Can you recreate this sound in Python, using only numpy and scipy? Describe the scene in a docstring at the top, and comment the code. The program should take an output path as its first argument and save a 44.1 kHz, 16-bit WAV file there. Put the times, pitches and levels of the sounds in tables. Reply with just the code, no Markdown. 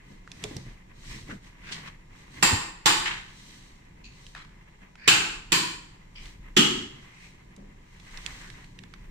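"""Four sharp knocks and a hollow one land off to the right: noise bursts through body modes, then a room ring.
They fall while a cloth bag is lifted out of a cardboard box with a pulp tray, close to a hand-held phone.
Near by, decaying noise makes taps and scrapes, and sines with noise make the thuds of the box walls.
Flickering noise makes the sliding cloth and board; slower noise flexes the box and rumbles under the hand.
Behind lie steady air noise and a faint appliance of noise and wavering sines."""
import sys
import numpy as np
from scipy import signal
from scipy.fft import rfft, irfft
from scipy.io import wavfile
from scipy.ndimage import uniform_filter1d

SR = 44100
rng = np.random.default_rng(int(sys.argv[2]) if len(sys.argv) > 2 else 0)


def digitize_waveform(pressure):
    """Quantize a signal to 16-bit integers and store it at the path in sys.argv[1].

    Rows of a 2-D input are taken as channels; values are limited to [-1, 1].
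    """
    field = np.atleast_2d(pressure).T
    bounded = np.clip(field, -1, 1)
    quanta = np.round(bounded * 32767).astype(np.int16)
    wavfile.write(sys.argv[1], SR, quanta)


N = 401310
TIME = np.arange(N) / SR  # s, whole scene
AGE = TIME[:SR]  # s, since the start of one short event
TOUCH_S = .0022  # from first touch to full contact of a knock


# hard knocks, with the balance of each blow and two rings of the struck spot:
# contact_s, level_db, thump_db, woody_middle_db, treble_db, ring1_hz, ring1_db, ring2_hz, ring2_db
HARD_KNOCKS = [(2.427, -16, 2, 13, 6, 1844, 9, 7500, 5), (2.8590, -16, -4, 7, 0.5, 1770, 5, 3670, 4.5),
               (5.0774, -13.5, -3, 0.5, -2, 1460, 3.5, 2830, 7),
               (5.5210, -18.5, 0.5, -13.5, 1, 998, 19.5, 2450, -1.5)]
# broad response of the knocked body: frequency_hz, level_db
BODY_RESPONSE = [(50.0, -17), (110.0, -5.5), (250.0, -9), (420.0, -5.5), (600.0, -15.5), (850.0, -3.5),
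                 (2000.0, 0.5), (3500.0, -2), (5500.0, -6), (8300.0, -9.5), (10500.0, -18),
                 (15000.0, -19.5)]
# modes of the knocked body: frequency_hz, width_hz, above_broad_response_db
BODY_MODES = [(174, 50, 10.5), (325.4, 110, 11), (526, 9.9, 5), (865, 9.6, 6), (1070, 57, 2.5),
              (1371, 24, -2.5), (1430, 18, 1.5), (1793, 150, 2), (2150, 160, 0.5), (2406, 240, 4),
              (2625, 190, 6), (2880, 240, 2.5), (3050, 72.0, 6.5), (3700, 180, 2.5), (4164, 250, 5.5),
              (4450, 68, -0.5), (4637, 227.0, 6.5), (4880, 180, 4), (6000.0, 70, -0.5), (6900, 300, 4.5),
              (7487, 450, 10.5), (7800, 194.0, 1.5), (8440, 190, 4.5), (9250, 390, 7.5)]


def hard_knocks():
    """Four blows on one body; the place and force of each shift the balance of its modes."""
    out, hz = np.zeros((2, N)), bins(SR)
    body_db = response(BODY_RESPONSE, BODY_MODES)
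    for s, db, thump_db, middle_db, treble_db, hz1, db1, hz2, db2 in HARD_KNOCKS:
        thump = thump_db * bump(hz, 240, 380)
        middle = middle_db * bump(hz, 950, 500)
        treble = treble_db * hz ** 2 / (hz ** 2 + 5500 ** 2)
        spot = db1 * bump(hz, hz1, 250) + db2 * bump(hz, hz2, 350)
        # coarse unevenness fades in toward 1500 Hz, fine unevenness is everywhere
        uneven_db = 1.4 * ripple(110) * np.minimum(hz / 1500, 1) + 1.3 * ripple(30)
        knock = ring(blow(), body_db + thump + middle + treble + spot + uneven_db)
        add(out, s - TOUCH_S, undb(db) * knock)
    return out


# broad response of the large panel: frequency_hz, level_db
PANEL_RESPONSE = [(50.0, -38), (110.0, -10.5), (250.0, 2.5), (420.0, -10), (600.0, -27), (850.0, -22),
                  (2000.0, -11), (3500.0, -14), (5500.0, -15.5), (8300.0, -21.5), (10500.0, -29.5),
                  (15000.0, -34.5)]
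# modes of the large panel: frequency_hz, width_hz, above_broad_response_db
PANEL_MODES = [(231.0, 68.0, -1), (366, 71, 8), (852.0, 167.0, 9), (1268.0, 208.0, 7.5),
               (2928.0, 470, 11.5), (3280, 341.0, 11), (4306.0, 396.0, 3.5), (6489.0, 590.0, 4),
               (7370, 552.0, 9)]


def hollow_knock(contact_s=6.5675, level_db=-14):
    """One blow on a large panel, whose strong low response sounds hollow."""
    out = np.zeros((2, N))
    knock = ring(blow(), response(PANEL_RESPONSE, PANEL_MODES))
    add(out, contact_s - TOUCH_S, undb(level_db) * knock)
    return out


def blow(crack_db=5, crack_t60=0.022, touch_db=-11, wall_db=3, wall_s=.0056, wall_t60=0.041, room_db=-0.5):
    """An edge touches, the face cracks from the right, the left wall echoes, then the room rings."""
    crack = place(rng.standard_normal(SR) * fade(crack_t60), pan_db=-7, lag_s=.0005)
    wall_decay = np.roll(fade(wall_t60), int(wall_s * SR))
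    walls = diffuse(SR) * wall_decay * undb([[0], [-2]])  # 2 dB weaker on the right
    landing = undb(crack_db) * crack + undb(wall_db) * walls + undb(room_db) * room_tail(build_s=0.0049)
    touch = place(rng.standard_normal(SR) * fade(.02), pan_db=-6, lag_s=.0005)
    return undb(touch_db) * touch + np.roll(landing, int(TOUCH_S * SR), axis=1)


# ring of the hard-floored room: frequency_hz, t60_s
ROOM_DECAY = [(100, .63), (260, 0.69), (700, 0.74), (1840, 0.66), (4850, 0.61), (8000, 0.57), (13000, 0.41)]


def room_tail(build_s):
    """Reflections thicken, then each band dies at its own rate."""
    noise = rfft(diffuse(SR))
    centres, t60s = np.transpose(ROOM_DECAY)
    tail = 0
    for weights, t60 in zip(np.eye(len(t60s)), t60s):
        # each band overlaps its neighbours, and the bands add up to the whole noise
        band = along(np.c_[centres, weights], bins(SR))
        tail = tail + irfft(noise * band) * fade(t60)
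    return tail * (1 - np.exp(-AGE / build_s))


# strokes of cloth over board: middle_s, length_s, cloth_hiss_db, rubbed_board_db, flexing_box_db
CLOTH_STROKES = [(.12, 0.11, -64, -58.5, -52), (.50, 0.27, -53, -51, -46), (.70, 0.11, -63.5, -55.5, -51),
                 (1.13, 0.19, -48, -50.5, -47), (1.315, 0.1, -55, -50.5, -46.5),
                 (1.47, 0.086, -59, -55.5, -56), (1.77, 0.24, -56.5, -45, -50),
                 (2.2, 0.13, -60, -54.5, -56), (2.39, 0.14, -53, -48.5, -45.5),
                 (3.48, 0.43, -53.5, -57, -63.5), (4.26, 0.22, -57, -59, -72),
                 (4.83, 0.069, -73.5, -58, -66), (6.26, 0.14, -53.5, -53.5, -53),
                 (6.48, 0.13, -76.5, -58, -56), (7.02, 0.53, -63.5, -56.5, -58),
                 (7.25, 0.15, -57, -65, -59), (8.32, 0.48, -51, -49, -53.5), (8.52, 0.39, -82, -57.5, -59),
                 (8.97, 0.46, -71, -63, -52.5)]
# colour of the cloth hiss: frequency_hz, level_db
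CLOTH_COLOUR = [(1200, -28), (2800, 5), (5000, 3), (7800, 0.5), (10000, -13.5), (15000, -23)]
# colour of the rubbed board: frequency_hz, level_db
BOARD_COLOUR = [(250, -9.5), (600, -5.5), (950, 0.5), (1400, -2.5), (1950, 3.5), (2800, -2), (5000, -30.5)]


def sliding(rest_cloth_db=-72, rest_board_db=-62):
    """Fibres catch and slip in tiny grains; the board under them answers lower."""
    hiss = effort(CLOTH_STROKES, 0, rest_cloth_db)
    rub = effort(CLOTH_STROKES, 1, rest_board_db)
    # fast grains ride on slower unevenness
    cloth = wash(CLOTH_COLOUR) * undb(0.97 * walk(640) + .6 * walk(44))
    board = wash(BOARD_COLOUR) * undb(1.4 * walk(250) + 2.0 * walk(30))
    return hiss * banded(cloth, depth_db=1.8) + rub * banded(board, depth_db=1.8)


# scrapes of the bag and hand on cardboard: start_s, level_db, centre_hz, sharpness (no unit), rise_s, t60_s
BROAD_SCRAPES = [(1.294, -37.5, 1530, 1.6, 0.013, 0.15), (1.606, -44, 2020, 0.922, 0.089, 0.41),
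                 (1.710, -39.5, 3700, 1.05, .014, 0.38), (1.845, -43, 1740, 0.73, 0.033, 0.13),
                 (3.054, -29, 1940, 0.96, 0.0032, 0.6), (4.350, -44, 1610, 0.68, 0.017, 0.43)]


def scrapes():
    """The bag catches in grainy slips, heard through a broad band of the board."""
    out, hz = np.zeros((2, N)), bins(SR)
    for s, db, centre, sharpness, rise_s, t60 in BROAD_SCRAPES:
        colour_db = 2 * band_db(hz, centre, sharpness) + along(SOFT_TREBLE, hz) + 2 * ripple(200)
        add(out, s, undb(db) * ring(friction(rise_s, t60), colour_db))
    return out


# rubs with three narrow rings of the board:
# start_s, level_db, rise_s, t60_s, lower_ring_hz, main_ring_hz, upper_ring_hz, upper_ring_db
RINGING_RUBS = [(1.03, -47.5, .1, .4, 1900, 2380, 5300, -2),
                (4.036, -48, .008, 0.49, 2620, 4350, 6560, -6.5),
                (4.966, -42.5, .09, 0.41, 1710, 2350, 4680, -6.5),
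                (6.151, -44.5, .008, 0.48, 2300, 3080, 4900, -3),
                (7.05, -53, .21, .34, 2100, 2500, 5500, -12), (8.36, -52, .1, 0.59, 1580, 1880, 3500, -12)]


def rubs(sharpness=5.5, tilt_db_per_octave=-4):
    """Rubs with three narrow rings: grainy noise through three resonances of the board."""
    out, hz = np.zeros((2, N)), bins(SR)
    for s, db, rise_s, t60, lower, main, upper, upper_db in RINGING_RUBS:
        rings = 0
        for centre, ring_db in [(lower, 0), (main, 0), (upper, upper_db)]:
            rings = rings + undb(ring_db + 2 * band_db(hz, centre, sharpness))
        slope_db = tilt_db_per_octave * np.log2(hz / main)
        add(out, s, undb(db) * ring(friction(rise_s, t60), 20 * np.log10(rings) + slope_db))
    return out


# soft thuds of the box walls: start_s, level_db, pitch_hz, t60_s
BOX_THUDS = [(.103, -45, 199, 0.26), (.441, -35, 420, 0.23), (0.446, -53, 158, .2),
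             (0.51, -39, 287.3, 0.37), (0.563, -30, 128, 0.24), (.665, -40, 121, 0.32),
             (1.289, -37.5, 300, 0.16), (1.326, -33.5, 204, 0.14), (2.514, -30, 251, 0.17),
             (2.529, -23.5, 100, 0.16), (4.816, -49.5, 195, 0.31), (7.575, -43, 196.5, 0.79)]


def thuds(rattle=0.5):
    """A wall of the box swings at its pitch among a crowd of neighbouring modes."""
    out = np.zeros((2, N))
    for s, db, pitch_hz, t60 in BOX_THUDS:
        crowd = ring(diffuse(SR) * fade(t60), 2 * band_db(bins(SR), pitch_hz, q=0.68))
        swing = np.sin(2 * np.pi * pitch_hz * AGE) * fade(t60)
        add(out, s, undb(db) * (rattle * crowd + .8 * swing))
    return out


# light taps of fingers, cord and toggle: start_s, level_db, centre_hz, left_minus_right_db (direct sound)
LIGHT_TAPS = [(0.2757, -41, 1090, -2), (0.3166, -36, 3430, -7), (.4390, -26, 3530, -3),
              (0.5664, -32.5, 4400, -9.5), (4.2660, -44.5, 4600, -6), (4.3501, -32.5, 1573, 0),
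              (4.955, -44, 1700, -1.5), (6.257, -42, 3170, -4.5), (7.5638, -49.5, 5540, -5),
              (7.999, -49.5, 3460, -14.5), (8.1738, -41, 3500, -19), (8.2630, -33.5, 2680, -20),
              (8.5015, -43.5, 2250, -19), (8.644, -47, 2750, -11), (8.7892, -40.5, 2500, -13),
              (8.8365, -45.5, 1840, -17.5), (8.9383, -44, 2160, -17)]
# soft materials give little top, in taps and scrapes alike: frequency_hz, level_db
SOFT_TREBLE = [(7500, 2.5), (10500, -5), (15000, -21)]


def taps(t60_s=.017, room_db=-22):
    """Short, well-damped ticks close to the phone, with little room."""
    out, hz = np.zeros((2, N)), bins(SR)
    for s, db, centre, pan_db in LIGHT_TAPS:
        direct = place(rng.standard_normal(SR), pan_db)
        tick = (direct + .5 * diffuse(SR)) * fade(t60_s)
        tick = tick + undb(room_db) * room_tail(build_s=0.0013)
        colour_db = 1.5 * band_db(hz, centre, q=1) + along(SOFT_TREBLE, hz) + 3 * ripple(350)
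        add(out, s, undb(db) * ring(tick, colour_db))
    return out


# colour of the flexing box: frequency_hz, level_db
FLEX_COLOUR = [(50, -11), (100, 4.5), (150, 5.5), (230, -3), (350, -6), (520, -14.5), (900, -44)]


def flexing(rest_db=-57):
    """The box bends under each stroke: unsteady low noise that swells with the cloth."""
    return effort(CLOTH_STROKES, 2, rest_db) * wash(FLEX_COLOUR) * undb(1.5 * walk(8.1))


# shifts of the hand on the phone: middle_s, length_s, rumble_db
HAND_SHIFTS = [(.75, 0.28, -48), (1.13, 0.28, -46), (2.48, .18, -49), (5.43, .16, -47.5), (6.38, 0.7, -46),
               (8.34, 0.6, -47), (9.07, 0.12, -41.5)]
# colour of the hand rumble: frequency_hz, level_db
RUMBLE_COLOUR = [(12, -10), (29, 4.5), (42, -1), (80, -17), (160, -30), (400, -60)]


def hand_rumble(rest_db=-54.5):
    """The hand shifts on the phone in swells of very low noise."""
    return effort(HAND_SHIFTS, 0, rest_db) * wash(RUMBLE_COLOUR)


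# colour of the room air, shared by the rush of the appliance: frequency_hz, level_db
AIR_COLOUR = [(18, -31), (30, 0), (200, -13), (267, -18.5), (355, -14.5), (662, -19), (1000, -10.5),
              (1170, -29.5), (1870, -24.5), (4310, -34), (7240, -31), (10200, -49), (15000, -60)]


def room_air(level_db=-64):
    """Quiet air of the room: steady noise from all sides, strongest in the bass."""
    return undb(level_db) * wash(AIR_COLOUR)


# tones of the appliance: frequency_hz, level_db (before the common hum level)
HUM_TONES = [(183.0, -63), (2116, -75), (2428, -76)]


def appliance(fan_db=-64, hum_db=-3):
    """Faint rush and tones wavering in level and phase, placed right by reaching the left port later."""
    hum = 0
    for hz, db in HUM_TONES:
        level = undb(db + 0.87 * walk(1.0))
        hum = hum + level * np.sqrt(2) * np.sin(2 * np.pi * hz * TIME + 1.2 * walk(4.7))
    right = undb(hum_db) * hum + undb(fan_db) * wash(AIR_COLOUR)[0]
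    left = np.roll(right, int(.00055 * SR))
    return np.array([left, right])


def effort(moves, column, rest_db, edge_db=6.5, swell_power=1.8):
    """Gain of one layer: each movement swells and dies alike, edge_db down at its ends, above a rest."""
    power = undb(rest_db) ** 2
    for s, length, *levels in moves:
        drop_db = edge_db * np.abs(2 * (TIME - s) / length) ** swell_power
        power = power + undb(levels[column] - drop_db) ** 2
    return np.sqrt(power)


def friction(rise_s, t60, grain_db=2):
    """Grainy slips that build while a surface catches and die away as it comes free."""
    push = np.minimum(AGE / rise_s, undb(-60 * (AGE - rise_s) / t60))
    grains = unit(undb(grain_db * walk(300)))[:SR]
    return push * diffuse(SR) * grains


def banded(x, depth_db):
    """A fixed random ripple gives the sliding noise a banded colour."""
    bands_db = depth_db * np.interp(bins(N), bins(SR), ripple(170))
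    return unit(irfft(rfft(x) * undb(bands_db), N))


def response(broad, modes):
    """A body's response in dB: modes standing on a broad slope."""
    hz = bins(SR)
    return along(broad, hz) + sum(db * bump(hz, f, width) for f, width, db in modes)


def ripple(spacing_hz):
    """Random unevenness of a response, with a spread near one."""
    return 1.2 * np.interp(bins(SR) / spacing_hz, np.arange(1000), rng.standard_normal(1000))


def ring(x, db):
    """Pass x through a causal resonator with this dB response and unit power gain."""
    # folding the cepstrum forward makes the response minimum-phase
    cepstrum = irfft(np.log(unit(undb(db))))
    cepstrum[1:SR // 2] *= 2
    cepstrum[SR // 2 + 1:] = 0
    return irfft(rfft(x) * np.exp(rfft(cepstrum)))


def bump(hz, centre, width):
    """Shape of one resonance, one at its centre."""
    return 1 / (1 + (2 * (hz - centre) / width) ** 2)


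def band_db(hz, centre, q):
    """Response of a broad band-pass in dB."""
    return -10 * np.log10(1 + (q * (hz / centre - centre / hz)) ** 2)


# diffuse sound at the two microphone ports: frequency_hz, side_minus_mid_db
DIFFUSE_WIDTH = [(40, -24), (110, -24), (200, -14.5), (380, -1.5), (700, 3), (1300, -2.5), (2400, 2),
                 (15000, -1)]


def diffuse(size):
    """Noise arriving from all sides: alike at both ports in the bass, unrelated in the treble."""
    mid, side = rfft(rng.standard_normal((2, size)))
    width = undb(along(DIFFUSE_WIDTH, bins(size)))
    ports = mid + np.array([[1], [-1]]) * width * side
    return irfft(ports / np.sqrt(1 + width ** 2), size)


def wash(points):
    """Endless diffuse noise of the given colour."""
    return unit(irfft(rfft(diffuse(N)) * undb(along(points, bins(N))), N))


def walk(rate):
    """Smooth random wandering, rate new values a second, with a spread near one."""
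    hold = int(SR / rate)
    steps = np.repeat(rng.standard_normal(N // hold + 1), hold)
    return unit(uniform_filter1d(steps, hold)[:N])


def fade(t60):
    """A free decay, 60 dB down after t60 seconds."""
    return undb(-60 * AGE / t60)


def place(x, pan_db, lag_s=0):
    """Direct sound at the two ports; a positive lag reaches the left one later."""
    left = np.interp(AGE - lag_s, AGE, x, left=0)
    return np.array([left * undb(pan_db / 2), x * undb(-pan_db / 2)])


def add(out, s, x):
    """Mix x into out from time s."""
    start = int(s * SR)
    out[:, start:start + x.shape[1]] += x[:, :N - start]


def undb(db):
    """Decibels to gain."""
    return 10 ** (np.asarray(db) / 20)


def unit(x):
    """Scale to an rms of one."""
    return x / np.sqrt(np.mean(x ** 2))


def bins(size):
    """Frequencies of a spectrum of this many samples, at least 1 Hz."""
    return np.maximum(np.fft.rfftfreq(size, 1 / SR), 1)


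def along(points, hz):
    """Read (Hz, value) points on a log-frequency axis."""
    f, value = np.transpose(points)
    return np.interp(np.log(hz), np.log(f), value)


def suppress(x, threshold_db=-46, knee_db=6, depth_db=2.5):
    """Noise suppression: quiet passages get less gain than loud ones, so tails drop away at the end."""
    upper = signal.sosfilt(signal.butter(2, 600, "high", fs=SR, output="sos"), x)
    power = uniform_filter1d(np.mean(upper ** 2, axis=0), size=1500)
    level_db = 10 * np.log10(power + 1e-12)
    openness = np.clip((level_db - threshold_db) / knee_db, 0, 1)
    return x * undb(depth_db * openness)


def scene():
    """Everything as it reaches the phone."""
    knocking = hard_knocks() + hollow_knock()
    bag_and_box = sliding() + scrapes() + rubs() + thuds() + taps() + flexing()
    return knocking + bag_and_box + hand_rumble() + room_air() + appliance()


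def record(dry):
    """The phone suppresses quiet noise, limits hard at full scale and cuts the top."""
    limited = np.clip(suppress(dry), -1, 1)
    top_cut = signal.ellip(10, .2, 90, 15500, fs=SR, output="sos")  # low-pass, Hz
    return signal.sosfilt(top_cut, limited)


dry = scene()
out = record(dry)
digitize_waveform(out)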